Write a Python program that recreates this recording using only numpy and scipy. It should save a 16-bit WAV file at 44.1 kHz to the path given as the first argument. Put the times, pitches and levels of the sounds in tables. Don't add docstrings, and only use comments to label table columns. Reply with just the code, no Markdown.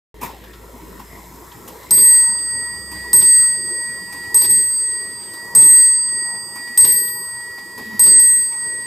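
import sys
import numpy as np
from scipy import signal
from scipy.fft import rfft, irfft, next_fast_len
from scipy.io import wavfile
from scipy.ndimage import uniform_filter1d

SR = 44100
rng = np.random.default_rng(int(sys.argv[2]) if len(sys.argv) > 2 else 0)


def field_ratio(decibels):
    return 10 ** (np.asarray(decibels, dtype=float) / 20)


def file_out(sig):
    cols = np.atleast_2d(sig).T
    lim = np.clip(cols, -1, 1)
    pcm = np.round(lim * 32767).astype(np.int16)
    wavfile.write(sys.argv[1], SR, pcm)


N = 390726


def at_hz(points, hz):
    points = np.array(points)
    return np.interp(np.log(hz), np.log(points[:, 0]), points[:, 1])


def smooth(x, seconds):
    r = np.exp(-1 / (seconds * SR))
    return signal.lfilter([1 - r], [1, -r], x)


def white():
    return rng.standard_normal((2, N))


def band(x, edges_hz, order):
    return signal.sosfilt(signal.butter(order, edges_hz, "band", fs=SR, output="sos"), x)


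def ring(clicks, hz, t60):
    r, w = field_ratio(-60 / (t60 * SR)), 2 * np.pi * hz / SR
    return signal.lfilter([0, np.sin(w)], [1, -2 * r * np.cos(w), r * r], clicks)


# (frequency [Hz], likeness [0-1])
STEREO_LIKENESS = [(60, .83), (150, .7), (380, .5), (950, .35), (2380, .15), (5980, .68), (15000, .94)]


def coloured(pair, spectrum, mode_hz=40, modal=.0):
    size = next_fast_len(N)
    hz = np.maximum(np.arange(size // 2 + 1) * SR / size, 1)
    knots = np.arange(0, SR / 2, mode_hz)
    peaks_db = modal * np.interp(hz, knots, 10 * np.log10(rng.exponential(1, len(knots))))
    mid, side = rfft(pair, size) * field_ratio(at_hz(spectrum, hz) + peaks_db)
    alike = np.clip(at_hz(STEREO_LIKENESS, hz), 0, 1) ** .3
    stereo = np.sqrt(1 + alike) * mid + np.sqrt(1 - alike) * side * [[1], [-1]]
    out = irfft(stereo, size)[:, :N]
    return out / np.sqrt(np.mean(out ** 2))


def grainy(per_s, spread_db, share):
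    sizes = field_ratio(spread_db * np.minimum(rng.exponential(1, (2, N)), 4))
    grains = (rng.random((2, N)) < per_s / SR) * sizes * rng.choice([-1, 1], (2, N))
    return share * grains / grains.std() + np.sqrt(1 - share ** 2) * white()


def bursts(rows, decays):
    env = np.zeros(N)
    for (s, peak_db), t60 in zip(rows, decays):
        at = round(s * SR)
        age = np.arange(len(env[at:at + SR // 2])) / SR
        env[at:at + SR // 2] += field_ratio(peak_db - 60 * age / max(t60, .005))
    return env


# (time [s], second partial [dB], main partial [dB], top partial [dB], tick [dB])
HAMMER_TOUCHES = [(1.908, 4, -1, -8.5, -19.5), (1.942, -4, -1, -3, -31), (1.98, 7, -0.5, -2, -56),
                  (3.131, 6, 5, -8.5, -20.5), (3.164, -3, 6, -4, -29), (3.203, 6.5, -7, -4, -26.5),
                  (4.344, 0, -3, -20, -23.5), (4.374, 5.5, -8, -21, -25.5), (4.419, 10, -11.5, -9.5, -24),
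                  (4.458, 1, -10, -19, -32), (4.494, -2, -2, -7, -41), (4.507, -1.5, -1.5, 2, -30),
                  (5.5501, -3, -2, -5, -21.5), (5.585, 1, 0, 6.5, -39), (6.775, 11, 9, -25, -19.5),
                  (6.809, 13, 6, -25, -25), (6.849, 0, -13, -16, -20), (6.873, 9, 3, -14, -45),
                  (6.921, 7.5, -3, -2.5, -26.5), (6.961, 12, 3.5, 0.5, -56), (7.994, 8.5, -3, -25, -20.5),
                  (8.036, 10, 0, -26, -25), (8.077, 14, 4, -23, -37), (8.13, 5, 3, -30, -54)]


def blow_times():
    s = np.array(HAMMER_TOUCHES)[:, 0]
    return s[np.diff(s, prepend=0) > .5]


# (time [s], tick level [dB])
FREEING_TOUCHES = [(2.0123, -55), (3.2258, -52), (4.558, -41), (5.6174, -46), (6.9837, -31), (8.197, -25.5)]


def touch_ticks():
    return [(row[0], row[-1]) for row in HAMMER_TOUCHES] + list(FREEING_TOUCHES)


# (time [s], pitch [Hz], level [dB])
ENGINE_DRIFT = [(0.15, 50.3, -43), (0.22, 57.6, -44.5), (0.87, 54.8, -44), (1.38, 58.1, -47),
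                (1.6, 61.2, -53), (2.63, 62.8, -51), (2.99, 64.2, -42.5), (3.4, 64.8, -56),
                (4.64, 67.1, -56), (5.3, 68.6, -61)]


def engine():
    s, hz, level_db = np.transpose(ENGINE_DRIFT)
    t = np.arange(N) / SR
    fade_db = 15 * np.maximum(t - s[-1], 0)
    phase = 2 * np.pi * np.cumsum(np.interp(t, s, hz)) / SR
    tone = np.sqrt(2) * field_ratio(np.interp(t, s, level_db) - fade_db) * np.sin(phase)
    rumble = coloured(white(), [(15, -35), (35, -15.5), (60, -14.5), (90, -10), (130, -33.5)])
    return tone + field_ratio(-55.0) * rumble


def swell(start, rise_s, t60):
    age = np.arange(N) / SR - start
    rise_db = -12 * (1 - age / max(rise_s, .001))
    fall_db = -60 * (age - rise_s) / max(t60, .02)
    return (age > 0) * field_ratio(np.where(age < rise_s, rise_db, fall_db))


# (time [s], tick level [dB], ringing part [Hz], strain on the train [dB])
HAMMER_LIFTS = [(1.6758, -37, 2960, 0), (2.914, -39.5, 2520, 3.5), (4.124, -38, 2370, 2),
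                (5.334, -40, 4020, -18), (6.555, -38, 2220, -11), (7.7764, -38.5, 2380, 4.5)]
# (jolt [dB], rise [s], lurch [dB], t60 [s])
TRAIN_LURCHES = [(-8, 0.075, 0.5, 1), (-6.5, 0.078, -0.5, 0.77), (-16, 0.089, -2, 1.54),
                 (-8.5, 0.053, 1.5, 0.69), (-6.5, 0.076, 0.5, 0.72), (-10.5, 0.061, -2, 0.9)]
START_AT_S = 0.209


def train_efforts():
    t, blows = np.arange(N) / SR, blow_times()
    strain = 0
    for (s, *_, db), blow in zip(HAMMER_LIFTS, blows):
        strain = strain + field_ratio(db) * ((t > s) & (t < blow))
    jolt, lurch = 0, 0
    for s, (jolt_db, rise_s, lurch_db, t60) in zip(blows, TRAIN_LURCHES):
        jolt = jolt + field_ratio(jolt_db) * swell(s, 0.005, 0.27)
        lurch = lurch + field_ratio(lurch_db) * swell(s, rise_s, t60)
    clunk = swell(START_AT_S, 0.031, 0.54)
    return np.array([np.ones(N), smooth(strain, 0.0026), jolt, lurch, clunk])


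# (time [s], level [dB])
BRISKNESS = [(0.4, -50), (0.68, -46), (1.2, -44.5), (1.69, -44), (1.86, -47.5), (2.85, -46.5), (3.2, -52.5),
             (3.72, -45), (4.369, -48), (4.521, -67), (4.9, -51.5), (5.53, -41.5), (6.02, -53),
             (6.85, -42.5), (7.01, -49), (8.85, -49)]
# (running [dB], under strain [dB], jolt [dB], lurch [dB], release clunk [dB])
TRAIN_NOISES = [
    (-46, -48, -27, -33.5, -36.5),
    (-46.5, -59, -28, -41, -45),
    (-57, -56.5, -68, -45, -44.5),
    (-53, -57.5, -25.5, -46.5, -46.5),
]
BRISKNESS_SHARE = [0.42, 0.44, 0.25, 0.31]
SLOW_START_DB = [2.5, -5.5, 2, -11.5]
SPIN_UP_S = 0.35


def train_levels():
    t, (s, run_db) = np.arange(N) / SR, np.transpose(BRISKNESS)
    swing_db = np.interp(t, s, run_db - run_db.mean())
    rest = np.exp(-np.maximum(t - START_AT_S, 0) / SPIN_UP_S)
    change_db = np.outer(BRISKNESS_SHARE, swing_db) + np.outer(SLOW_START_DB, rest)
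    effort_power = field_ratio(2 * np.array(TRAIN_NOISES))
    power = effort_power @ train_efforts() ** 2
    power += effort_power[:, :1] * (field_ratio(2 * change_db) - 1)
    return 10 * np.log10(power)


# (frequency [Hz], level [dB per Hz])
CASE_RUMBLE = [(53, -31), (90, -7), (118, -5.5), (188, -6.5), (220, 0), (282, -5), (307, -3.5), (352, -2),
               (536, -14), (700, -15.5), (910, -26.5), (1540, -120)]
# (frequency [Hz], level [dB per Hz])
PLATE_WHIRR = [(320, -23.5), (550, -16), (640, -15), (790, -11.5), (935, -1), (1005, -3), (1078, -2),
               (1200, -11), (1380, -12), (1700, -25.5), (2210, -44), (3740, -120)]
# (frequency [Hz], level [dB per Hz])
TOOTH_RUSTLE = [(1000, -36), (1700, 1), (1890, 5.5), (2080, 1.5), (2610, -5.5), (2920, -6), (4010, -3.5),
                (4740, -15), (5000, -10), (6500, -40), (11000, -120)]
# (frequency [Hz], level [dB per Hz])
PIVOT_HISS = [(2820, -35.5), (4800, -9), (5150, -2), (5570, -6.5), (5950, -8), (6870, -4), (7630, -1),
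              (9040, -6), (10800, -9), (11700, 1.5), (12600, -5), (13500, -6.5), (15800, -7)]


def gear_train():
    rumble_db, whirr_db, rustle_db, hiss_db = train_levels()
    rumble = coloured(grainy(150, 4.7, share=0.34), CASE_RUMBLE, mode_hz=22.02, modal=0.83)
    whirr = coloured(grainy(300, 6.4, share=0.3), PLATE_WHIRR, mode_hz=29.55, modal=1.0)
    rustle = coloured(grainy(1000, 3.4, share=0.38), TOOTH_RUSTLE, mode_hz=48.1, modal=0.35)
    hiss = coloured(grainy(1400, 3.4, share=0.61), PIVOT_HISS, mode_hz=70.0, modal=0.44)
    patches = field_ratio(1.65 * np.interp(np.arange(N), np.linspace(0, N, 60), rng.standard_normal(60)))
    out = field_ratio(rumble_db) * rumble + field_ratio(whirr_db) * whirr / patches
    return out + field_ratio(rustle_db + 4.0) * rustle * patches + field_ratio(hiss_db + 6.5) * hiss


def wandering(x, depth_db=3.0, fades_hz=5000):
    hz, _, z = signal.stft(x, SR, nperseg=1024)
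    patch = uniform_filter1d(rng.standard_normal(z.shape[1:]), size=5, axis=0)
    patch = uniform_filter1d(patch, size=9, axis=1)
    gain = field_ratio(depth_db * patch / patch.std() / (1 + (hz[:, None] / fades_hz) ** 2) - 1.31)
    return signal.istft(z * gain, SR, nperseg=1024)[1][:, :N]


# (centre time [s], length [s],
# level [dB rms], pitch [Hz])
CASE_MURMURS = [(0.237, 0.077, -47, 900), (0.24, 0.056, -43.5, 2410), (0.302, .08, -47, 926),
                (0.342, 0.11, -52, 763), (0.445, 0.05, -50, 517), (0.755, 0.051, -45, 245),
                (0.854, .14, -51, 306), (1.136, 0.1, -51.5, 2060), (1.173, .12, -51, 1070),
                (2.266, 0.083, -51, 940), (2.306, 0.091, -49, 200), (2.547, .08, -50, 940),
                (2.935, 0.072, -49, 1043), (2.945, 0.057, -46, 304), (2.984, .07, -54, 2130),
                (3.054, 0.044, -44, 990), (3.419, 0.13, -52, 1270), (3.899, 0.086, -51, 236),
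                (3.908, 0.089, -58, 2300), (4.155, 0.068, -48.5, 294), (4.26, 0.063, -60, 2340),
                (4.5, .08, -45, 343), (5.354, 0.055, -52, 324), (5.871, 0.051, -54, 350),
                (6.088, 0.024, -56, 3280), (6.314, 0.15, -56, 780), (6.587, 0.064, -53, 2280),
                (6.597, 0.043, -49, 280), (6.714, .1, -51.5, 242), (7.8, .07, -44, 249),
                (7.806, 0.069, -51, 865), (7.889, .07, -42, 225), (7.94, .06, -38.5, 218),
                (7.916, 0.048, -48, 940), (8.088, 0.057, -49, 1430), (8.102, .05, -41, 350),
                (6.89, 0.056, -51, 3300), (6.866, 0.023, -49, 3520), (5.631, .04, -47, 3620),
                (5.651, 0.15, -44.5, 344), (1.995, 0.059, -48, 3500), (0.477, 0.11, -59, 1610),
                (0.559, 0.065, -58, 1360), (1.022, .08, -51, 940), (6.245, 0.29, -60, 1000),
                (5.677, .12, -54, 70), (6.923, 0.122, -54, 75),
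                (.236, 0.029, -41, 245), (0.244, .028, -32.5, 950), (0.262, .022, -45, 328),
                  (0.22, .014, -42, 910), (0.278, 0.01, -45, 930), (0.347, 0.14, -58, 557)]
MURMUR_WIDTH = 0.071


def murmurs():
    out = np.zeros((2, N))
    for s, length, level_db, hz in CASE_MURMURS:
        edges = [hz / (1 + MURMUR_WIDTH), hz * (1 + MURMUR_WIDTH)]
        noise = band(rng.standard_normal((2, SR // 2)), edges, 2)
        mid, side = noise[:, -int(1.5 * length * SR):]
        puff = (mid + 0.3 * side * [[1], [-1]]) * np.hanning(len(mid))
        at = int(s * SR) - len(mid) // 2
        out[:, at:at + len(mid)] += field_ratio(level_db) * puff / puff.std()
    return out


# (frequency [Hz], width [Hz], level [dB])
CASE_MODES = [(242, 28, -3), (974, 230, -1), (2410, 4, -26.5), (3850, 45, -49), (5390, 35, -11),
              (6420, 46, -32.5), (7800, 19, -60), (9720, 64, -39), (11100, 77, -10.5), (12600, 25, -25),
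              (12150, 210, -3.5), (15400, 89, -14)]
# (time [s], peak level [dB], ringing part [Hz])
TRAIN_RELEASES = [
    (0.212, -35.5, 2490),
    (0.228, -36.5, 2410),
]
# (time [s], peak level [dB], ringing part [Hz])
ARM_CATCHES = [(1.9787, -30.5, 3390), (3.214, -26.5, 3570), (4.413, -26, 3980), (4.442, -24, 3650),
               (5.6214, -29, 3580), (6.846, -20, 3930), (8.064, -24.5, 3970)]
# (time [s], peak level [dB], ringing part [Hz])
CLEAR_TICKS = [(0.5322, -37.5, 3300), (1.516, -38, 3440), (2.383, -38, 3410), (5.226, -40, 3400),
               (7.0763, -36, 3440)]
# (time [s], peak level [dB], ringing part [Hz])
SOFT_TICKS = [(2.1426, -37, 2190), (4.2345, -41, 2300), (6.349, -45, 2200), (6.6712, -37.5, 2110),
              (7.5797, -36.5, 2080), (8.52, -38, 2160)]
# (time [s], peak level [dB], ringing part [Hz])
CASE_KNOCKS = [(0.438, -42, 2970), (0.995, -38.5, 2630), (1.828, -41, 4040), (7.7964, -52, 2590),
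               (7.931, -43, 2340)]
# (lows against the peak [dB], highs against the peak [dB], t60 [s])
CONTACT_KINDS = [
    (2, 4.5, 0.14),
    (2.5, 2.5, 0.27),
    (-7, -21, 0.064),
    (-47, -19, 0.077),
    (-4, -11, 0.12),
    (2, -4, 0.11),
]


def case_ticks():
    hz = np.geomspace(150, 16500, 400)
    body = field_ratio(-17.0) + sum(field_ratio(db) / (1 + (2 * (hz - peak) / width) ** 2) for peak, width, db in CASE_MODES)
    sound = coloured(white(), np.c_[hz, 20 * np.log10(body)], modal=0.083)
    groups = [HAMMER_LIFTS, TRAIN_RELEASES, ARM_CATCHES, CLEAR_TICKS, SOFT_TICKS, CASE_KNOCKS]
    contacts = [(*row[:3], *kind) for rows, kind in zip(groups, CONTACT_KINDS) for row in rows]
    s, peak_db, part_hz, low_db, high_db, t60 = np.transpose(contacts)
    bands = [((150, 1700), low_db - 0.5, 1.3), ((1700, 5500), -8, 1.5), ((5500, 16000), high_db - 0.5, .7)]
    out = 0
    for edges_hz, level_db, longer in bands:
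        part = band(sound, edges_hz, 3)
        env = smooth(bursts(zip(s, peak_db + level_db), t60 * longer), 0.002)
        out = out + part / part.std() * env
    age = np.arange(SR // 4) / SR
    for at, level_db, centre_hz, decay in zip((s * SR).astype(int), peak_db, part_hz, t60):
        steel = band(rng.standard_normal(len(age)), [centre_hz / 1.09, centre_hz * 1.11], 2)
        env = field_ratio(level_db - 9.5 - 60 * age / (1.4 * decay))
        out[:, at:at + len(age)] += steel / steel.std() * env
    return out


# (frequency [Hz], level [dB per Hz])
LOOSE_PARTS = [(2000, -29.5), (2800, -5.5), (3600, 0), (4400, -2), (5300, 2), (6500, -11), (9600, 1.5),
               (11000, -4), (14000, -8.5)]
SHIVER_DB = [-44, -43, -47, -45, -42, -43]
SHIVER_HOLD_S, SHIVER_T60_S = 0.12, .45


def rattle():
    age = np.arange(N) / SR - blow_times()[:, None]
    decay = field_ratio(-60 * np.maximum(age - SHIVER_HOLD_S, 0) / SHIVER_T60_S)
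    env = field_ratio(np.array(SHIVER_DB)) @ ((age > 0) * decay)
    return env * coloured(grainy(1500, 4.0, share=0.77), LOOSE_PARTS, mode_hz=87.0, modal=0.81)


# (frequency [Hz], level [dB], t60 [s])
PLATE_MODES = [(930, -33, 0.051), (1087, -35.5, 0.047), (1300, -40, 0.033)]
# (delay [s], level [dB])
ARM_KNOCKS = [
    (.003, -1),
    (.012, -13),
    (.021, -6),
]


def plate_knocks():
    clicks = np.full(N, 1e-18)
    for wait, db in ARM_KNOCKS:
        clicks[((blow_times() + wait) * SR).astype(int)] = field_ratio(db)
    return sum(field_ratio(level_db) * ring(clicks, hz, t60) for hz, level_db, t60 in PLATE_MODES)


# (frequency [Hz], level [dB], t60 [s])
FAINT_MODES = [(940, -34, 0.16), (79, -42, 0.99), (3820, -50, 0.14), (4780, -27.5, 0.071),
               (6730, -31, 0.028), (4860, -54.5, 5.2), (12800, -46, .35), (1073, -49, 0.12)]


def faint_modes():
    at = (blow_times() * SR).astype(int)
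    out = np.zeros(N)
    for hz, level_db, t60 in FAINT_MODES:
        clicks = np.full(N, 1e-18)
        clicks[at] = field_ratio(level_db + rng.normal(0, 0.59, len(at)))
        out += ring(clicks, hz, t60)
    return out


# (frequency [Hz], level against the tick [dB], t60 [s])
HAMMER_MODES = [(3400, -36, .04), (3900, -20, 0.064), (5230, -6.5, 0.015), (6100, -24, 0.033),
                (6650, -5.5, 0.033), (9760, -13, 0.018), (13200, 2.5, 0.016)]
REBOUND_RING_DB = -2.5


def hammer_ring():
    s, tick_db = np.transpose(touch_ticks())
    tick_db = tick_db + REBOUND_RING_DB * ~np.isin(s, blow_times())
    out = np.zeros((2, N))
    for hz, level_db, t60 in HAMMER_MODES:
        clicks = np.full((2, N), 1e-18)
        clicks[:, (s * SR).astype(int)] = field_ratio(tick_db + level_db + rng.normal(0, 2.3, (2, len(s))))
        out += ring(clicks, hz, t60)
    return out


REBOUND_CUT_HZ = 4300


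def hammer_ticks():
    rows = touch_ticks()
    bright = coloured(white(), [(1500, -35.5), (3000, -24.5), (4300, 1.5), (5200, 8.0), (6200, -4.0),
                                (9500, 5.5), (14000, -32.0), (16500, -24.5)])
    crack = bursts(rows, [.02] * len(rows)) + bursts(rows, [.4] * len(rows)) * field_ratio(-16.5)
    fresh = np.minimum(bursts([(s, 30) for s in blow_times()], [.09] * 6), 1)
    thin = signal.sosfilt(signal.butter(3, REBOUND_CUT_HZ, "high", fs=SR, output="sos"), bright)
    bright = fresh * bright + (1 - fresh) * thin
    plate = coloured(white(), [(600, -46.5), (900, 7.5), (1000, -9.5), (1150, -7), (1600, -12.5)])
    return bright * crack + plate * bursts(rows, [.12] * len(rows)) * field_ratio(-12.0)


# (lower mode [Hz], upper mode [Hz], t60 [s], lower left-right [dB],
# upper left-right [dB], lower left lead [rad], upper left lead [rad])
BELL_PARTIALS = [
    (1921.12, 1923.31, 60, -.6, -.3, .11, .13),
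    (4733.81, 4738.74, 7, -.5, -11.5, -.1, 1.52),
    (8251.82, 8254.16, 1.67, -.6, .7, .14, .08),
    (12341.47, 12343.72, .58, 1.6, 0, .33, .3),
]
# (lower mode [dB], upper mode [dB], wait for the first swell [s])
FREE_HUM = [(-28, -35.5, 0.17), (-26, -37, 0.18), (-34, -33.5, 0.441), (-29, -33, 0.17),
            (-28.5, -40.5, 0.035), (-28.5, -34, 0.077)]
# (lower mode [dB], upper mode [dB], wait [s],
# share of the upper mode the room still holds [ratio], its phase [rad])
FREE_SECOND = [(-41, -29.5, 0.13, .3, 2), (-44.5, -31.5, 0.17, 1.85, 0.1), (-38.5, -34, 0.013, 0.97, 2),
               (-37.5, -28, 0.18, .45, 2.8), (-48.4, -38, 0.18, 0.87, 0), (-43, -37.5, 0.039, 1.05, 1.5)]
# (lower mode [dB], upper mode [dB], wait [s])
FREE_MAIN = [(-1.5, -12, .16), (-2.5, -10.5, 0.17), (-6, -18, 0.33), (2, -13.5, 0.22), (-24, -16, 0.36),
             (-4.5, -14.5, 0.12)]
# (lower mode [dB], upper mode [dB], wait [s])
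FREE_TOP = [(-10.5, -17, 0.16), (-16.5, -13.5, 0.26), (-19.5, -24.5, 0.23), (-10.5, -11, 0.206),
            (-11, -17, 0.22), (-11, -17.5, 0.25)]
CHATTER_HUM_DB = [-5.5, -1.5, -1, 0, 0.5, 2]
LOWER_T60_RATIO = [0.77, 1.3, 1.06, 0.94]
ROOM_PART = [0.16, 0.59, 0.38, 0.16]
ROOM_BUILD_S = [0.016, 0.044, 0.016, .02]
WALL_ECHO_T60_S = [.5, .8, 0.76, .5]
HUM_AT_BLOW_DB, HUM_SETTLES_S = 5.5, 0.015
HELD_T60_S = 0.69
BLOW_LEANS_DB, LEAN_S = 17.5, 0.049


def bell():
    t, out = np.arange(N) / SR, np.zeros((2, N))
    touches, blows, freed = np.array(HAMMER_TOUCHES), blow_times(), np.array(FREEING_TOUCHES)[:, 0]
    touch_s = touches[:, 0]
    touch_strike = np.searchsorted(blows, touch_s, "right") - 1
    late = touch_s - blows[touch_strike]
    hum_db = HUM_AT_BLOW_DB * np.exp(-late / HUM_SETTLES_S) + np.take(CHATTER_HUM_DB, touch_strike)
    touch_db = [hum_db, *touches[:, 1:4].T]
    strike = np.maximum(np.searchsorted(blows, t, "right") - 1, 0)
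    scatter = smooth(smooth(rng.standard_normal(N) + 1j * rng.standard_normal(N), 0.0005), 0.0005)
    scatter = scatter / scatter.std()
    stem = 1 + .02 * np.cos(2 * np.pi * 127 * t)
    # build-up in s, early extra of the upper mode, wall echo
    build_s, early, echo = [0.012, 0.0045, 0.0011, 0.00046], [0.0026, 0.069, 0.31, 0.0075], [.25, .6, .11, .45]
    for k, (partial, rings) in enumerate(zip(BELL_PARTIALS, [FREE_HUM, FREE_SECOND, FREE_MAIN, FREE_TOP])):
        low_hz, high_hz, t60, low_pan_db, high_pan_db, low_lead, high_lead = partial
        s, low_db, high_db, wait, *held = np.c_[freed, rings][strike].T
        free_s = np.maximum(t - s, 0)
        held = held[0] * np.exp(1j * held[1]) if held else 0
        held = held * (t >= s) * field_ratio(-60 * free_s / HELD_T60_S)
        steps = [(0, -200)] + [(x, 0) for x in freed] + list(zip(touch_s, touch_db[k]))
        steps = np.array(sorted(steps))
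        step = np.searchsorted(steps[:, 0], t, "right") - 1
        since = t - steps[step, 0]
        jolt = np.exp(1j * np.cumsum(rng.normal(0, 0.56, len(steps))))[step]
        jolt = jolt + echo[k] * np.roll(scatter, k * SR) * field_ratio(-60 * since / WALL_ECHO_T60_S[k])
        fade_db = -60 * np.maximum(t - s, -.5) / t60
        beat = np.exp(-2j * np.pi * (high_hz - low_hz) * (s + wait))
        beat = beat * (1 + held + early[k] * field_ratio(-60 * free_s / 1.8))
        lean_db = (k == 1) * BLOW_LEANS_DB * np.exp(-abs(t - blows[strike]) / LEAN_S)
        lower = (low_hz, low_db + fade_db / LOWER_T60_RATIO[k], 1, low_pan_db, low_lead)
        upper = (high_hz, high_db + fade_db, beat, high_pan_db + lean_db, high_lead)
        for hz, level_db, turn, pan_db, lead in [lower, upper]:
            push = smooth(field_ratio(level_db + steps[step, 1] - 1.04) * jolt * turn, build_s[k])
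            heard = (0.92 - ROOM_PART[k]) * push + ROOM_PART[k] * smooth(push, ROOM_BUILD_S[k])
            swing = heard * stem * np.exp(2j * np.pi * hz * t)
            side = field_ratio(pan_db / 2) * np.exp(.5j * lead)
            out += np.real([swing * side, swing / side])
    return out


def scene():
    works = engine() + wandering(gear_train()) + murmurs() + case_ticks() + rattle()
    works = works + plate_knocks() + faint_modes() + hammer_ring() + hammer_ticks()
    return bell() + works * field_ratio(np.array([[.4], [-.4]]))


def limited(x, top_db=-1.0, release_db_s=25):
    over = np.maximum(20 * np.log10(abs(x).max(0) + 1e-9) - top_db, 0)
    ramp = release_db_s * np.arange(N) / SR
    held = np.maximum.accumulate(over + ramp) - ramp
    ahead = np.roll(smooth(held, .002), -SR // 300)
    return np.clip(x * field_ratio(-ahead), -1, 1)


def masked(x, under_db=30, per_khz_db=6.5, reach_db=23, below_db=40, ragged_db=4.5):
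    z = signal.stft(x, SR, nperseg=1024)[2][:, :512]
    power = (abs(z) ** 2).mean(0).reshape(64, 8, -1).sum(1)
    level = 10 * np.log10(power + 1e-20)
    khz = (np.arange(64)[:, None] - np.arange(64)) * 8 * SR / 1024e3
    shadow = -under_db - np.where(khz > 0, np.minimum(per_khz_db * khz, reach_db), -below_db * khz)
    shadow[:, khz[:, 0] < 7] = -200
    ragged = ragged_db * 2 * uniform_filter1d(rng.standard_normal(level.shape), size=4)
    keep = level + ragged > (level[None] + shadow[:, :, None]).max(1)
    z = np.pad(z * np.repeat(keep, 8, axis=0), [(0, 0), (0, 1), (0, 0)])
    return signal.istft(z, SR, nperseg=1024)[1][:, :N]


def low_pass(x):
    return signal.sosfilt(signal.butter(12, 17120, fs=SR, output="sos"), x)


def record(dry):
    top_cut = signal.cheby2(12, 50, 16100, fs=SR, output="sos")
    cut = signal.sosfilt(top_cut, limited(dry))
    started = np.arange(N) >= .1425 * SR
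    return low_pass(masked(cut) * started)


dry = scene()
out = record(dry)
file_out(out)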